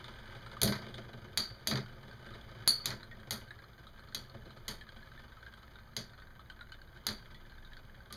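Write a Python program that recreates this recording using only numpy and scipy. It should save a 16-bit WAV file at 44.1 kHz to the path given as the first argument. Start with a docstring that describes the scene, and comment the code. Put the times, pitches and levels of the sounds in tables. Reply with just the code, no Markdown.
"""In a thin plastic arena on a wooden floor, two metal tops spin close to a small camera.
Friction at their tips drives the modes of the arena, which scrapes, drums and ticks. When the rims
meet, the impact gives a clack, a metal ring of split modes and a hollow thud; a thrown top lands
again with duller knocks. Beneath lie room noise, house rumble and the camera's faint buzz."""
import sys
import numpy as np
from scipy import signal
from scipy.fft import rfft, irfft
from scipy.io import wavfile
from scipy.ndimage import uniform_filter1d

SR = 44100
rng = np.random.default_rng(int(sys.argv[2]) if len(sys.argv) > 2 else 0)


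def unload_wav(signal):
    """Save mono or channel-first audio to the path in sys.argv[1] as 16-bit WAV at rate SR, clipped to [-1, 1]."""
    wavfile.write(
        sys.argv[1],
        SR,
        np.round(np.clip(np.atleast_2d(signal).T, -1, 1) * 32767).astype(np.int16),
    )


N = 359856

# high modes of the arena: pitch_hz, width_hz, level_db
ARENA_MODES = [(929, 200, -6), (1274, 76, -1), (1392, 92, -2.5), (1563, 42, 1), (1707, 240, -4.5),
               (2103, 600, -6), (3070, 480, -4.5), (3427, 290, -9.5), (3784, 460, -9.5), (4430, 790, -10.5),
               (5800, 340, -34.5)]
# louder catches of a tip on a ridge: start_s, level_db, low_over_high_db, low_hz, high_hz
LOUD_CATCHES = [(0.0423, -37.5, -9.5, 1440, 3640), (0.138, -44, -8, 1600, 3460),
                (0.256, -44, -2, 1470, 3000), (0.298, -47, 4, 1500, 3200), (0.3528, -42.5, -2, 1500, 3010),
                (0.4622, -43, -1.5, 1350, 4030), (0.5146, -39.5, -4.5, 1380, 2950),
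                (0.5678, -45, 7, 1220, 3420), (0.8842, -42.5, -13, 1270, 3500),
                (0.9419, -33.5, -11, 1600, 3590), (1.02, -45, -2, 1570, 3250),
                (1.1313, -47, -2, 1580, 3910), (1.8594, -43.5, -1, 1480, 3130),
                (2.0328, -50, -4, 1720, 3240), (2.0812, -47, -3, 1750, 3470), (2.1114, -43, -2, 1550, 4400),
                (2.2625, -43, -1, 1570, 3000), (2.337, -43.5, -8, 1700, 3800),
                (2.4109, -46, -8, 1570, 3500), (2.6348, -52, 5, 1690, 3320),
                (3.0302, -39, -0.5, 1530, 4050), (3.1122, -47.5, 4, 1880, 3420),
                (3.5065, -41, 3, 1720, 3840), (3.5882, -48, 1.5, 1620, 4030),
                (3.8678, -44.5, -0.5, 1280, 3840), (3.9936, -48.5, 2, 1540, 4120),
                (4.2961, -44, -10, 1260, 4290), (4.5049, -46.5, -1, 1253, 3090),
                (4.81, -40, -3.5, 1726, 3240), (4.8894, -41.5, -1.5, 1550, 3290),
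                (4.9677, -45.5, -5, 1535, 3360), (5.176, -47, 3.5, 1775, 3500),
                (5.4274, -49, 6, 1537, 3470), (5.463, -44, 2.5, 1594, 3200), (5.5374, -43, -1, 1535, 3230),
                (5.7556, -46, 0, 1457, 3730), (6.2707, -53, 5.5, 1553, 3950),
                (6.4987, -38, -2.5, 1512, 3100), (6.5906, -50, 4, 1530, 4120),
                (6.6091, -41.5, 1, 1430, 3870), (6.7194, -38, -3.5, 1528, 3020),
                (6.816, -43.5, -4, 1556, 2970), (6.9721, -47.5, -4, 1710, 3200),
                (7.2574, -46.5, -1, 1534, 3340), (7.3447, -41.5, -7, 1970, 3460),
                (7.4964, -47.5, -5, 1557, 4200), (7.6475, -45.5, -6, 1570, 3820),
                (7.7319, -43, -0.5, 1706, 3290), (7.7675, -42, -1, 1536, 4400),
                (8.106, -43.5, -3, 1203, 3300)]
# spin of the first top: time_s, turns_per_s
SPIN = [(0, 27), (8.16, 22)]
SPIN_RATIOS = (1, .83)  # the second top turns slower


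def gain_of(db):
    return 10 ** (np.asarray(db) / 20)


def unit_rms(x):
    return x / np.sqrt(np.mean(x ** 2) + 1e-20)


def smoothed(noise, samples):
    return unit_rms(uniform_filter1d(noise, samples))


def add(mix, start_s, sound):
    part = mix[round(start_s * SR):][:len(sound)]
    part += sound[:len(part)]


def coloured(x, spectrum):
    """Spectral shaping by (frequency_hz, level_db) points, at unit rms."""
    points_hz, db = np.transpose(spectrum)
    hz = np.fft.rfftfreq(len(x), 1 / SR)
    gain = gain_of(np.interp(np.log(hz + 1), np.log(points_hz + 1), db))
    return unit_rms(irfft(rfft(x) * gain, len(x)))


def resonate(x, hz, width_hz):
    """Two-pole resonance of gain 1 at its centre."""
    return signal.lfilter(*signal.iirpeak(hz, hz / width_hz, SR), x)


def resonate_twice(x, hz, width_hz):
    return resonate(resonate(x, hz, width_hz), hz, width_hz)


def driven_modes(force, modes):
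    """Forced vibration: modes superpose, neighbours in opposite phase."""
    return sum((-1) ** k * gain_of(db) * resonate(force, hz, width)
               for k, (hz, width, db) in enumerate(modes))


def free_modes(modes, t, spread_db):
    """Free vibration: damped sines whose strengths vary with the point of impact."""
    offsets_db = spread_db * rng.standard_normal(len(modes))
    return sum(gain_of(db + offset - 60 * t / t60) * np.sin(2 * np.pi * hz * t)
               for (hz, db, t60), offset in zip(modes, offsets_db))


def decay(t, t60, rise_s):
    return (1 - np.exp(-t / rise_s)) * gain_of(-60 * t / t60)


def room_noise():
    """Steady coloured noise: the hush of the room and the rumble of the house."""
    # noise spectra: frequency_hz, density_db
    hush_spectrum = [(47, -15), (80, 3.5), (422, -17.5), (1000, -16), (1560, -15.5), (2720, -30),
                     (3100, -44.5), (4830, -24), (5520, -42.5), (6310, -24.5), (7870, -40.5),
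                     (14600, -32.5), (16000, -62)]
    rumble_spectrum = [(12, -9.5), (20, 8.5), (24, 16.5), (30, -12), (38, -8), (48, 3.5), (60, 6),
                       (72, -5.5), (110, -49)]
    hush = gain_of(-61) * coloured(rng.standard_normal(N), hush_spectrum)
    return hush + gain_of(-56.5) * coloured(rng.standard_normal(N), rumble_spectrum)


def camera_buzz():
    """A periodic impulse train: tiny bright clicks from the camera's electronics."""
    clicks_per_s = 59.96
    clicks = np.diff(np.floor(np.arange(N + 1) / SR * clicks_per_s + .06))
    return gain_of(-46) * resonate_twice(clicks, 7600, 5565)


def tip_whirr():
    """Friction noise: each tip drags unevenly once a turn and drives the arena's high and low modes."""
    # tips on the plastic: time_s, scrape_db, drum_db
    levels = [(0.0, -51, -52.5), (0.43, -55, -54), (0.79, -51, -48.5), (1.18, -59, -53), (1.7, -58.5, -56),
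              (2.07, -57.5, -53.5), (2.86, -55, -54), (3.05, -61, -53.5), (3.95, -63, -62.5),
              (4.43, -61, -53), (4.61, -60.5, -57.5), (5.29, -60.5, -61), (6.84, -67, -62.5),
              (7.14, -58, -56.5), (7.66, -64, -63), (8.16, -63, -59)]
    # low modes of the arena: pitch_hz, width_hz, level_db
    bowl_modes = [(97, 12, 0.5), (121.4, 14, 6), (217.3, 18.2, 0), (230.1, 20, -1.5), (359, 35, -7.5),
                  (436.4, 52, -11), (546, 47, -9), (672.5, 53, -12.5)]
    t = np.arange(N) / SR
    speed = np.interp(t, *np.transpose(SPIN))
    drag = np.full(N, .8)
    for ratio in SPIN_RATIOS:
        jitter = 1 + .15 * smoothed(rng.standard_normal(N), 3000)
        turns = np.cumsum(speed * ratio * jitter) / SR
        strength = gain_of(6 * rng.standard_normal(400))[turns.astype(int) % 400]
        drag += strength * np.exp(-(turns % 1) / .241)
    grit = rng.standard_normal((2, N))
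    scrape = unit_rms(sum(gain_of(db) * resonate_twice(drag * grit[0], hz, 1.615 * width)
                          for hz, width, db in ARENA_MODES))
    drum = unit_rms(driven_modes(uniform_filter1d(drag, 400) * grit[1], bowl_modes))
    times, scrape_db, drum_db = np.transpose(levels)
    return gain_of(np.interp(t, times, scrape_db)) * scrape + gain_of(np.interp(t, times, drum_db)) * drum


def faint_catches():
    """Chance contact: on most turns a tip catches lightly. Rows as in LOUD_CATCHES."""
    chance_per_turn, clearance_s = .8, .015
    speed = np.interp(np.arange(N) / SR, *np.transpose(SPIN))
    whole_turns = [np.floor(np.cumsum(speed * ratio) / SR) for ratio in SPIN_RATIOS]
    starts = np.concatenate([np.flatnonzero(np.diff(turns)) / SR for turns in whole_turns])
    draws, spreads = rng.random((len(starts), 4)), rng.standard_normal((len(starts), 2))
    loud_starts = np.transpose(LOUD_CATCHES)[0]
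    catches = []
    for start, (hit, late, low, high), (loud, deep) in zip(starts, draws, spreads):
        if hit < chance_per_turn and abs(loud_starts - start).min() > clearance_s:
            low_hz = ARENA_MODES[(1, 3, 3, 4)[int(4 * low)]][0]
            high_hz = 3000 + 1500 * high ** 2
            catches.append((start + .008 * late, -54.5 + 3 * loud, .5 + 2.4 * deep, low_hz, high_hz))
    return catches


def tip_ticks():
    """Impulsive excitation: each catch rings a low and a high patch of plastic; some squeak."""
    ticks, scuffs = np.zeros((2, N))
    t = np.arange(SR // 8) / SR
    for start, db, low_db, low_hz, high_hz in list(LOUD_CATCHES) + faint_catches():
        burst = rng.standard_normal(len(t)) * (decay(t, .013, .00043) + .21 * decay(t, .13, .0035))
        low = resonate_twice(burst, low_hz, 106) + .36 * resonate_twice(burst, low_hz, 710)
        high = resonate_twice(burst, high_hz, 330) + .5 * resonate_twice(burst, 3853, 1700)
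        high += .095 * resonate_twice(burst, 6450, 900)
        add(ticks, start, gain_of(db) * (high / abs(high).max() + gain_of(low_db) * low / abs(low).max()))
        scuff_db = db - 29 - 1.5 * start + 3 * rng.exponential()  # weaker as the tops slow
        add(scuffs, start, gain_of(scuff_db) * rng.standard_normal(len(t)) * decay(t, .081, .0018))
    squeaks = gain_of(26.5) * resonate_twice(scuffs, 8660, 170.6)
    return ticks + squeaks


def clack(t, snap_db, treble_db, t60):
    """Brief contact gives a broadband snap; damping takes the treble first from its rattling tail."""
    # spectrum of the contact: frequency_hz, density_db
    spectrum = [(880, -35), (1500, -15), (2240, -14.5), (4740, 2), (5960, 1.5), (8550, -2.5), (10100, -0.5),
                (12400, -4.5), (14700, -10), (16400, -37)]
    tilted = [(hz, db + treble_db * np.clip(np.log2(hz / 5000), 0, 1)) for hz, db in spectrum]
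    noise = rng.standard_normal((3, len(t)))
    bright = coloured(noise[0], tilted)
    snap = gain_of(snap_db) * bright * (decay(t, .013, .0003) + 1.3 * decay(t, .0029, .0002))
    rattle = gain_of(2.2 * smoothed(noise[1], 130))
    peaks = gain_of(2.7 * smoothed(noise[2, :len(t) // 2 + 1], 60))  # many small resonances
    resonant = unit_rms(irfft(rfft(bright) * peaks, len(t)))
    dull = signal.lfilter([.45], [1, -.55], resonant)
    tail = .51 * resonant * decay(t, .68 * t60, .0015) + 1.27 * dull * decay(t, t60, .0025)
    return snap + rattle * tail


def top_ring(t, first_db, second_db, body_db):
    """Modal ringing of both rims and bodies; the ring of a spinning, rattling rim wavers."""
    # modes of the metal rims, pairs split by the spin: pitch_hz
    rim_hz = [4084, 4367, 4429, 4533, 4598, 4657, 4782, 6772, 8613, 4984, 4045, 10295, 10377]
    # the same modes: level_db, t60_s
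    rim_decays = [(-8.5, .15), (-3.5, 0.329), (-1, 0.34), (-15, 0.18), (-2.5, .3), (-1, .36), (-17, .14),
                  (-11, .15), (-14.5, 0.2), (-19, .12), (-12.5, 0.17), (-7, 0.14), (-30.5, 0.091)]
    # short modes of the bodies: pitch_hz, level_db, t60_s
    body_modes = [(2060, -5, 0.057), (3340, -6, 0.22), (3880, -9, 0.081), (4015, 6, 0.055),
                  (4490, -2, 0.24), (4690, -8, 0.06), (6510, 6.5, 0.063), (10270, -14, 0.067),
                  (11300, -1.5, 0.046), (12600, -17.5, .05)]
    second_top_modes = (3, 4, 5, 6, 9)
    rim_modes = [(hz, db + (second_db if k in second_top_modes else first_db), t60)
                 for k, (hz, (db, t60)) in enumerate(zip(rim_hz, rim_decays))]
    waver = 1 + .31 * smoothed(rng.standard_normal(len(t)), 200)
    rims = waver * free_modes(rim_modes, t, spread_db=.6)
    return rims + gain_of(body_db) * free_modes(body_modes, t, spread_db=1)


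def impacts():
    """Collisions and landings set the tops ringing and force a thud and a knock from the arena."""
    # rims meeting: start_s, level_db, then relative to that level:
    # snap_db, first_rim_db, second_rim_db, treble_db, thud_db, knock_db, body_db
    collisions = [(0.6164, -31, 16.3, -14, -17, -8.5, 3.5, -7.5, -8),
                  (0.632, -27.5, 14, -7, -6, 1.5, -2, -20, -10),
                  (1.3745, -31, 14.4, -2.5, 5, -11, -11, -8.5, -4.5),
                  (1.6724, -33, 13.5, -9, 1.5, -7, -4.5, -14, -3.5),
                  (2.6765, -30.5, 13.6, 11.5, 9, -1.5, -14, -10, -13.5),
                  (2.8568, -32, 14.3, -14, -8.5, -11, -9.5, -8, -12.5),
                  (3.308, -34, 11, -15, -9, -5, -7.5, -6.5, -4.5),
                  (4.147, -38, 13, -14, -17, -11.5, -8.5, -10.5, 0),
                  (4.681, -37, 7.5, -16, -19, -9, -7.5, -6, -3.5),
                  (5.9659, -37, 10, -13, -8, -15, -5.5, -10, -1.5),
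                  (7.0673, -34.5, 15.4, -9.5, -3.5, -9, -6.5, -7.5, -4),
                  (8.1256, -48, 14.5, -3, -5, -10.5, -4.5, -4.5, -2.5)]
    # a thrown top landing on its tip: start_s, level_db, relative thud_db, relative knock_db
    landings = [(0.6747, -34, 3, -3.5), (0.7224, -39, -5, 4.5), (0.7544, -46.5, -9, -5),
                (0.7755, -58, -2, 0), (0.819, -56, -1, 3), (1.7107, -34.5, 4, 1), (1.7557, -39.5, -7, 1.5),
                (1.7732, -42.5, 3.5, 1), (2.9054, -42, -0.5, 3), (7.0879, -38, -7.5, -4.5)]
    # modes of the arena on the floorboards: pitch_hz, width_hz, level_db
    thud_modes = [(95, 58, -6.5), (130.3, 15, 2), (204.7, 23, 0), (236.4, 43, -5.5), (293, 24, -10.5),
                  (378, 27, -9), (429.6, 24, -7.5), (546, 56, -12.5), (638.4, 67, -12)]
    collision_t60, landing_t60 = .26, .18
    blows = [(*row, collision_t60) for row in collisions]
    blows += [(start, db, 10, -23, -23, -29.5, thud_db, knock_db, -14, landing_t60)  # little ring or treble
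              for start, db, thud_db, knock_db in landings]
    tops, thud_force, knock_force = np.zeros((3, N))
    t = np.arange(SR // 2) / SR
    for start, db, snap_db, first_db, second_db, treble_db, thud_db, knock_db, body_db, t60 in blows:
        push = rng.standard_normal(len(t)) * (decay(t, .21, .014) + .703 * decay(t, .034, .002))
        rap = rng.standard_normal(len(t)) * (decay(t, .0137, .0019) + .25 * decay(t, t60, .011))
        add(thud_force, start, gain_of(db + thud_db) * push)
        add(knock_force, start, gain_of(db + knock_db) * rap)
        add(tops, start, gain_of(db) * clack(t, snap_db, treble_db, t60))
        add(tops, start, gain_of(db) * top_ring(t, first_db, second_db, body_db))
    arena = driven_modes(thud_force, thud_modes) + driven_modes(knock_force, ARENA_MODES[:6])
    return tops + gain_of(28.5) * arena


def scene():
    """Superposition of all sources in one channel."""
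    return (impacts() + tip_ticks() + tip_whirr() + room_noise() + camera_buzz())[None]


def record(dry):
    """Linear filtering: four fixed, deep notches colour the whole sound; a low-pass limits the band."""
    # notches in the spectrum: centre_hz, width_hz, depth_db
    notches = [(2730, 275, -49), (5456, 1000, -34.5), (7825, 1620, -41), (11140, 190, -33)]
    hz = np.fft.rfftfreq(4096, 1 / SR)
    log_gain = 0
    for centre, width, db in notches:
        detuning = (hz - centre) ** 2
        log_gain += np.log((detuning + (width * gain_of(db)) ** 2) / (detuning + width ** 2)) / 2
    cepstrum = irfft(log_gain)
    cepstrum[1:2048] *= 2  # folding makes the response causal
    cepstrum[2049:] = 0
    response = irfft(np.exp(rfft(cepstrum)))
    notched = signal.oaconvolve(dry, response[None])[:, :N]
    low_pass = signal.firwin(511, cutoff=16450, window=("kaiser", 9), fs=SR)
    return signal.oaconvolve(notched, low_pass[None], "same")


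dry = scene()
out = record(dry)
unload_wav(out)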